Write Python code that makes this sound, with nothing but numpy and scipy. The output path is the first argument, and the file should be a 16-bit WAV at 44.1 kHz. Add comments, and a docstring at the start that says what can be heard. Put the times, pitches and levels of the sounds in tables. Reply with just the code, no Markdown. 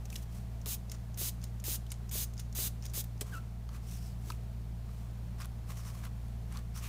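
"""Small plastic clicks and a rustle of ribbon come first, then six puffs of mist from a pump bottle.
At each puff the plunger ticks, knocks the bottle and springs back, sucking in water.
A hand then drags and scrunches the wet ribbon over a slick craft mat, with one fingertip squeak
and a few taps. The place is a small furnished room with a motor humming behind; one microphone, close."""
import sys
import numpy as np
from scipy import signal
from scipy.fft import rfft, irfft
from scipy.io import wavfile
from scipy.ndimage import uniform_filter1d

SR = 44100
rng = np.random.default_rng(int(sys.argv[2]) if len(sys.argv) > 2 else 0)


def put_to_file(sound):
    """Save the sound as 16-bit audio at rate SR, in the file named by the first command-line argument."""
    columns = np.atleast_2d(sound).T  # one column per channel
    safe = np.clip(columns, -1, 1)
    whole_steps = np.round(safe * 32767)
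    wavfile.write(sys.argv[1], SR, whole_steps.astype(np.int16))


N = 303408
TIME = np.arange(N) / SR

# Hiss of the jet, heard close: f/Hz, level/dB
JET_SPECTRUM = [(250, -10), (700, -14), (1300, -12.5), (2000, -11.5), (3000, -5.5), (3900, -3), (4350, -5),
                (5000, -2), (5600, -4), (6300, 0.5), (7500, -2), (11500, -1), (14500, 2.5), (16000, -3.5)]
# Resonances of the nozzle: f/Hz, width/Hz, lift/dB
NOZZLE_PEAKS = [(4000, 200, 2), (6350, 120, 2.5), (6800, 100, 2), (8600, 110, 5.5), (10020, 100, 5),
                (11300, 90, -1), (13000, 110, 6), (13030, 110, -5), (14400, 100, 4), (15060, 100, 5)]
# The finger presses the pump: t/s, length/s, jet level/dB, slack tick lead/s, tick level/dB,
# spit level/dB, knock lag/s
PRESSES = [(.659, 0.089, -37, .045, -51, -33.5, 0.00505), (1.174, .12, -36, .031, -48, -45, 0.04),
           (1.640, .12, -36.5, .041, -47, -35, 0.041), (2.112, 0.13, -36.5, .020, -43, -48, 0.042),
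           (2.549, 0.13, -35, 0.023, -46.5, -52, 0.04), (2.935, 0.075, -36, .037, -49, -56, .041)]
def spray(build_s=0.021, first_pressure=0.41, sag=0.24, sag_s=0.012, shut_s=0.0068, sputter_db=-19):
    """Pressure builds under the finger and the jet grows finer; it sags late and the valve shuts."""
    mist, coarse = np.zeros(N), np.zeros(N)
    for start, length, db, *_ in PRESSES:
        t = np.maximum(TIME - start, 0)
        valve = np.minimum(t * 1000, 1) * np.exp(-np.maximum(t - length, 0) / shut_s)
        pressure = 1 - (1 - first_pressure) * np.exp(-(t / build_s) ** 2 / 2)
        pressure *= 1 - sag * np.exp(np.minimum(t - length, 0) / sag_s)
        mist += undb(db) * valve * pressure
        coarse += undb(db) * valve * np.sqrt(np.abs(1 - pressure))
    jet = unit(colour(rng.standard_normal(N), JET_SPECTRUM, NOZZLE_PEAKS)) * waver(db=0.4, rate_hz=250)
    # at low pressure the water leaves as larger drops that sputter
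    drops = unit(band(rng.standard_normal(N) * waver(db=1.6, rate_hz=900), 390, 3200))
    return mist * jet + undb(sputter_db) * coarse * drops


# The plunger springs back: t/s, snap level/dB, snap decay/s, snap f/Hz, seal catch lead/s,
# catch level/dB, inflow level/dB
RETURNS = [(0.916, -37, 0.0032, 6400, 0.019, -41, -48.5), (1.439, -39.5, .003, 6050, 0.024, -53, -53.5),
           (1.917, -35, 0.0035, 7600, 0.013, -42, -53), (2.395, -41, 0.0055, 6000, 0.017, -42, -50),
           (2.853, -41.5, 0.0038, 5940, 0.029, -44, -46), (3.2088, -32, 0.0064, 8500, 0.032, -55, -56)]
def pump(slack_hz=6350, spit_hz=6600, catch_hz=5530):
    """Going down, the slack ticks and the nozzle spits; going up, the seal catches, the plunger snaps."""
    slack = [(s - lead, db, slack_hz) for s, _, _, lead, db, _, _ in PRESSES]
    spits = [(s, db, spit_hz) for s, *_, db, _ in PRESSES]
    catches = [(s - lead, db, catch_hz) for s, *_, lead, db, _ in RETURNS]
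    snaps = [(s, db, hz) for s, db, _, hz, *_ in RETURNS]
    return (plastic(slack, decay_s=0.0027, crack_db=-6)
            + plastic(spits, decay_s=0.00094, crack_db=12)
            + plastic(catches, decay_s=0.0017, crack_db=-7.5)
            + plastic(snaps, decay_s=[row[2] for row in RETURNS], crack_db=5.5))


def refill(attack_s=0.013, release_s=0.024):
    """The rising plunger sucks in water; the flow peaks at the snap and dies away."""
    flow = np.zeros(N)
    for s, *_, db in RETURNS:
        flow += undb(db) * np.exp(-np.maximum((s - TIME) / attack_s, (TIME - s) / release_s))
    return flow * inlet_valve()


# Hiss of the inlet valve: f/Hz, level/dB
VALVE_SPECTRUM = [(500, -3.5), (2300, -5), (4000, -7), (6000, 0.5), (7000, 3), (7900, -16), (9200, 0),
                  (10500, -34), (15000, -12)]
def inlet_valve():
    """Water hisses and gurgles through the valve."""
    return unit(colour(rng.standard_normal(N), VALVE_SPECTRUM) * waver(db=5, rate_hz=300))


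def knocks(wall_hz=429, decay_s=0.0029, slosh_s=0.011, press_db=-41, let_go_db=-38):
    """The jolted bottle wall gives two short low modes, and the water inside thuds with it."""
    out, t = np.zeros(N), TIME[:SR // 20]
    jolts = [(s + lag, press_db) for s, *_, lag in PRESSES]
    jolts.append((RETURNS[-1][0] + 0.0069, let_go_db))  # the finger lets go after the last snap
    phase = 2 * np.pi * wall_hz * t
    wall = np.sqrt(2) * np.exp(-t / decay_s) * (np.sin(phase) + undb(-10) * np.sin(2.57 * phase))
    for s, db in jolts:
        water = undb(-6) * np.exp(-t / slosh_s) * unit(band(rng.standard_normal(len(t)), 245, 636))
        add(out, s, undb(db) * (wall + water))
    return out


# Stray clicks of the bottle and its pump: t/s, level/dB, ring f/Hz
BOTTLE_CLICKS = [(.054, -45.5, 6300), (.101, -43.5, 6540), (.127, -42, 2480), (.156, -36, 3170),
                 (.160, -37, 6000), (1.865, -51.5, 3380), (2.336, -50, 6900), (2.862, -42, 5500),
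                 (3.040, -43, 13500)]
def bottle_clicks():
    """Small plastic clicks of the handled bottle, with stray ticks and a rebound of the plunger."""
    return plastic(BOTTLE_CLICKS, decay_s=0.003, crack_db=-1)


# Sliding cloth and scraped mat, close to the microphone: f/Hz, level/dB
CLOTH_SPECTRUM = [(400, -16), (1500, -6), (2600, -0.5), (3500, -2), (4800, -1.5), (5900, 2), (7500, 1.5),
                  (10000, -0.5), (15000, -2)]
MAT_SPECTRUM = [(300, -27), (800, -9), (1130, 5), (1400, -3), (1800, -6), (2500, -8), (3500, -13),
                (6000, -15), (15000, -36)]
# Pushes of the ribbon over the mat: middle t/s, half length/s, cloth level/dB, mat level/dB,
# zip f/Hz (0 is slack, with no zip; near 0 leaves only a low rasp)
PUSHES = [(0.16, 0.034, -53.5, -74, -0.5), (0.231, 0.0074, -56, -75, 0), (0.365, 0.038, -59.5, -72, 2),
          (3.281, 0.023, -60, -62, 0), (3.347, 0.027, -54, -59, -2), (3.747, 0.024, -60, -56.5, -1),
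          (3.925, 0.05, -54.5, -84, 5898), (4.049, 0.053, -59.5, -83, 5404), (4.291, 0.042, -55.5, -71, 1),
          (4.973, 0.075, -66, -69, 0), (5.414, 0.016, -54, -51.5, 5339), (5.449, .008, -57, -54.5, 1),
          (5.707, .019, -53, -54, 0.5), (5.789, 0.025, -54.5, -58.5, 5906), (5.876, 0.023, -54, -55, 5801),
          (5.969, 0.038, -58, -62, -0.5), (6.049, 0.0188, -56, -53.5, 1898),
          (6.553, 0.03, -58, -54.5, -1.5), (6.777, 0.018, -49, -53.5, 5949), (6.857, 0.027, -49, -55, 2600)]
def ribbon(light_crinkle=0.1, pressed_crinkle=0.64):
    """The cloth hisses and the mat scrapes; both catch together, and pressing crinkles the folds more."""
    middles, halves, cloth_db, mat_db, _ = np.transpose(PUSHES)
    power = np.array([swell(s, half) ** 2 for s, half in zip(middles, halves)])
    cloth_power, mat_power = undb(cloth_db) ** 2 @ power, undb(mat_db) ** 2 @ power
    pressed = mat_power / (cloth_power + mat_power + 1e-18)
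    crinkle = light_crinkle + (pressed_crinkle - light_crinkle) * pressed
    cloth = np.sqrt(cloth_power) * unit(colour(friction(crinkle), CLOTH_SPECTRUM))
    mat = np.sqrt(mat_power) * unit(colour(friction(crinkle), MAT_SPECTRUM))
    catching = unit(waver(db=1.94, rate_hz=180))
    return (cloth + mat) * catching


def friction(crinkle, snaps_per_s=1800, scatter_db=4.5):
    """Fibres rub smoothly while wet folds snap; crinkle is the snaps' share of the power."""
    snaps = (rng.random(N) < snaps_per_s / SR) * rng.choice([-1, 1], N)
    sizes = undb(scatter_db * np.minimum(rng.exponential(size=N), 4))
    return np.sqrt(1 - crinkle) * rng.standard_normal(N) + np.sqrt(crinkle) * unit(snaps * sizes)


def zips(above_cloth_db=-6.5, taut_share=0.97, speed_share=0.2, weft_ratio=1.6, weft_db=-6):
    """At the height of a push, taut warp and weft tick past an edge, faster with the hand."""
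    out = np.zeros(N)
    grip = unit(waver(db=4, rate_hz=700))
    unevenness_hz = 360 * walk(1600)  # uneven thread spacing blurs the tones into a rasp
    for s, half, cloth_db, _, hz in PUSHES:
        if hz:
            pull = swell(s, taut_share * half)
            tick_hz = hz * (1 - speed_share * (1 - pull)) + unevenness_hz
            phase = 2 * np.pi * np.cumsum(tick_hz) / SR
            weave = np.sqrt(2) * (np.sin(phase) + undb(weft_db) * np.sin(weft_ratio * phase))
            out += undb(cloth_db + above_cloth_db) * pull * weave
    return out * grip


# Snaps in the wet ribbon: t/s, level/dB, ring f/Hz
FOLD_SNAPS = [(3.691, -51, 4300), (4.3015, -39.5, 4930), (4.320, -40, 2320), (5.385, -54, 6500),
              (5.402, -46, 10500), (5.419, -43, 5200), (5.447, -47, 3200), (5.456, -41, 11200),
              (6.283, -55, 9000), (6.524, -47, 9000), (6.572, -39, 4460)]
def folds():
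    """Wet folds unstick with short, bright snaps."""
    return impacts(FOLD_SNAPS, decay_s=0.0013, crack_db=-0.5, crack_hz=(1000, 13000),
                   ring_width=0.11, rise_share=0.054)


# Fingertips land on the mat: t/s, level/dB
FINGER_TAPS = [(3.69, -48.5), (4.302, -33), (4.890, -54), (5.402, -44), (5.415, -42), (6.557, -43),
               (6.762, -47)]
def taps(mat_hz=1180):
    """The mat gives a brief, dull ring under each fingertip."""
    hits = [(s, db, mat_hz) for s, db in FINGER_TAPS]
    return impacts(hits, decay_s=0.0029, crack_db=-6.5, crack_hz=(1000, 6000),
                   ring_width=0.16, rise_share=0.081)


# Course of one fingertip squeak on the wet mat: t/s, f/Hz, level/dB
SQUEAK_GLIDE = [(3.322, 1648, -59), (3.329, 1627, -50), (3.343, 1463, -46.5), (3.362, 1303, -49),
                (3.383, 1354, -48), (3.392, 1390, -65), (3.405, 1400, -78)]
def squeak(jitter=0.028, harmonics_db=(0, -15, -25)):
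    """Wet skin sticks and slips: a slightly raspy tone that sinks as the finger slows."""
    s, hz, db = np.transpose(SQUEAK_GLIDE)
    pitch_hz = np.interp(TIME, s, hz) * (1 + jitter * walk(1200))
    phase = 2 * np.pi * np.cumsum(pitch_hz) / SR
    tone = sum(undb(part_db) * np.sin(k * phase) for k, part_db in enumerate(harmonics_db, 1))
    envelope = undb(np.interp(TIME, s, db)) * (TIME > s[0]) * (TIME < s[-1])
    return np.sqrt(2) * tone * envelope * waver(db=1.5, rate_hz=500)


def room(x, wet_db=-18.5, gap_s=0.0038, t60_s=0.25):
    """The small furnished room adds a short, slightly dull tail, faint this close to the source."""
    t = TIME[:SR // 2]
    tail = band(rng.standard_normal(len(t)), 200, 11000)
    tail *= np.exp(-np.log(1000) * t / t60_s) * (t > gap_s)
    tail /= np.sqrt(np.sum(tail ** 2))
    return x + undb(wet_db) * signal.fftconvolve(x, tail)[:N]


# The motor in the background: multiple of its turning rate, level/dB
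MOTOR_HARMONICS = [(1, -42.5), (2, -45), (4, -67.5), (5, -74), (6, -81.5)]
# Other steady tones of the room: f/Hz, level/dB
ROOM_DRONES = [(17.3, -60), (66.5, -62), (177.6, -59.5)]
def hum(motor_hz=57.56):
    """The turning motor hums among the room's low drones; each tone wavers slightly."""
    tones = [(k * motor_hz, db) for k, db in MOTOR_HARMONICS] + list(ROOM_DRONES)
    return sum(np.sqrt(2) * undb(db) * waver(db=-0.7, rate_hz=3.11) * np.sin(2 * np.pi * hz * TIME)
               for hz, db in tones)


# Room air at the microphone: f/Hz, level/dB per Hz
AIR_SPECTRUM = [(10, -101), (45, -80), (68, -71), (125, -78), (165, -71.5), (222, -76), (252, -89.5),
                (460, -91), (540, -95.5), (850, -94.5), (1300, -99), (3000, -104.5), (8000, -109.3),
                (15000, -111.5)]
# Resonances in its rush: f/Hz, width/Hz, lift/dB
AIR_RESONANCES = [(666, 210, 6.5), (4330, 190, 2)]
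def air():
    """Moving air lays a soft rush behind everything."""
    rush = colour(rng.standard_normal(N), AIR_SPECTRUM, AIR_RESONANCES) * np.sqrt(SR / 2)
    return rush * waver(db=0.5, rate_hz=6)


def plastic(hits, decay_s, crack_db):
    """Contacts on the hard plastic of the bottle and its pump."""
    return impacts(hits, decay_s, crack_db, crack_hz=(1950, 14300), ring_width=0.14, rise_share=0.35)


def impacts(hits, decay_s, crack_db, crack_hz, ring_width, rise_share):
    """Each contact (t/s, level/dB, f/Hz) is a burst of tiny slips: a damped ring plus a broad crack."""
    out, t = np.zeros(N), TIME[:SR // 20]
    for (s, db, hz), decay in zip(hits, np.broadcast_to(decay_s, len(hits))):
        fade = np.exp(-t / decay)
        rise = 1 - np.exp(-t / (rise_share * decay))
        slips = rng.standard_normal((2, len(t))) * fade * rise
        ring = unit(band(slips[0], hz / (1 + ring_width), hz * (1 + ring_width)))
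        crack = unit(band(slips[1], *crack_hz))
        gain = undb(db) * np.sqrt(np.mean(fade ** 2))
        add(out, s, gain * unit(ring + undb(crack_db) * crack))
    return out


def undb(db):
    """Decibels to gain."""
    return 10 ** (np.asarray(db) / 20)


def unit(x):
    """Scale to an rms of 1."""
    return x / np.sqrt(np.mean(x ** 2))


def colour(x, points, peaks=()):
    """Filter by an outline (f/Hz, level/dB) with resonances (f/Hz, width/Hz, lift/dB) on top."""
    f = np.arange(N // 2 + 1) * SR / N
    hz, db = np.transpose(points)
    curve = np.interp(np.log(f + 1), np.log(hz), db)
    for centre, width, lift in peaks:
        curve += lift / (1 + (2 * (f - centre) / width) ** 2)
    return irfft(rfft(x) * undb(curve), N)


def band(x, lo_hz, hi_hz):
    """Causal band-pass."""
    return signal.sosfilt(signal.butter(2, [lo_hz, hi_hz], "band", fs=SR, output="sos"), x)


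def walk(rate_hz):
    """Smooth random wandering with a spread of 1."""
    k = max(int(SR / rate_hz), 2)
    steps = np.repeat(rng.standard_normal(N // k + 1), k)[:N]
    return unit(uniform_filter1d(steps, k))


def waver(db, rate_hz):
    """A gain that wanders with a spread of db."""
    return undb(db * walk(rate_hz))


def swell(middle_s, half_s):
    """A bell-shaped rise and fall."""
    return np.exp(-.5 * ((TIME - middle_s) / half_s) ** 2)


def add(track, s, sound):
    """Mix a short sound into the track at time s."""
    i = int(s * SR)
    track[i:i + len(sound)] += sound[:N - i]


def scene():
    """Bottle and hands up close, the room behind; one microphone feeds both channels."""
    bottle = spray() + pump() + refill() + knocks() + bottle_clicks()
    hands = taps() + folds() + ribbon() + zips() + squeak()
    mono = room(bottle + hands) + hum() + air()
    return np.array([mono, mono])


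def record(dry, top_hz=15500):
    """The recorder cuts the top steeply."""
    return signal.sosfilt(signal.ellip(10, .1, 70, top_hz, fs=SR, output="sos"), dry)


dry = scene()
out = record(dry)
put_to_file(out)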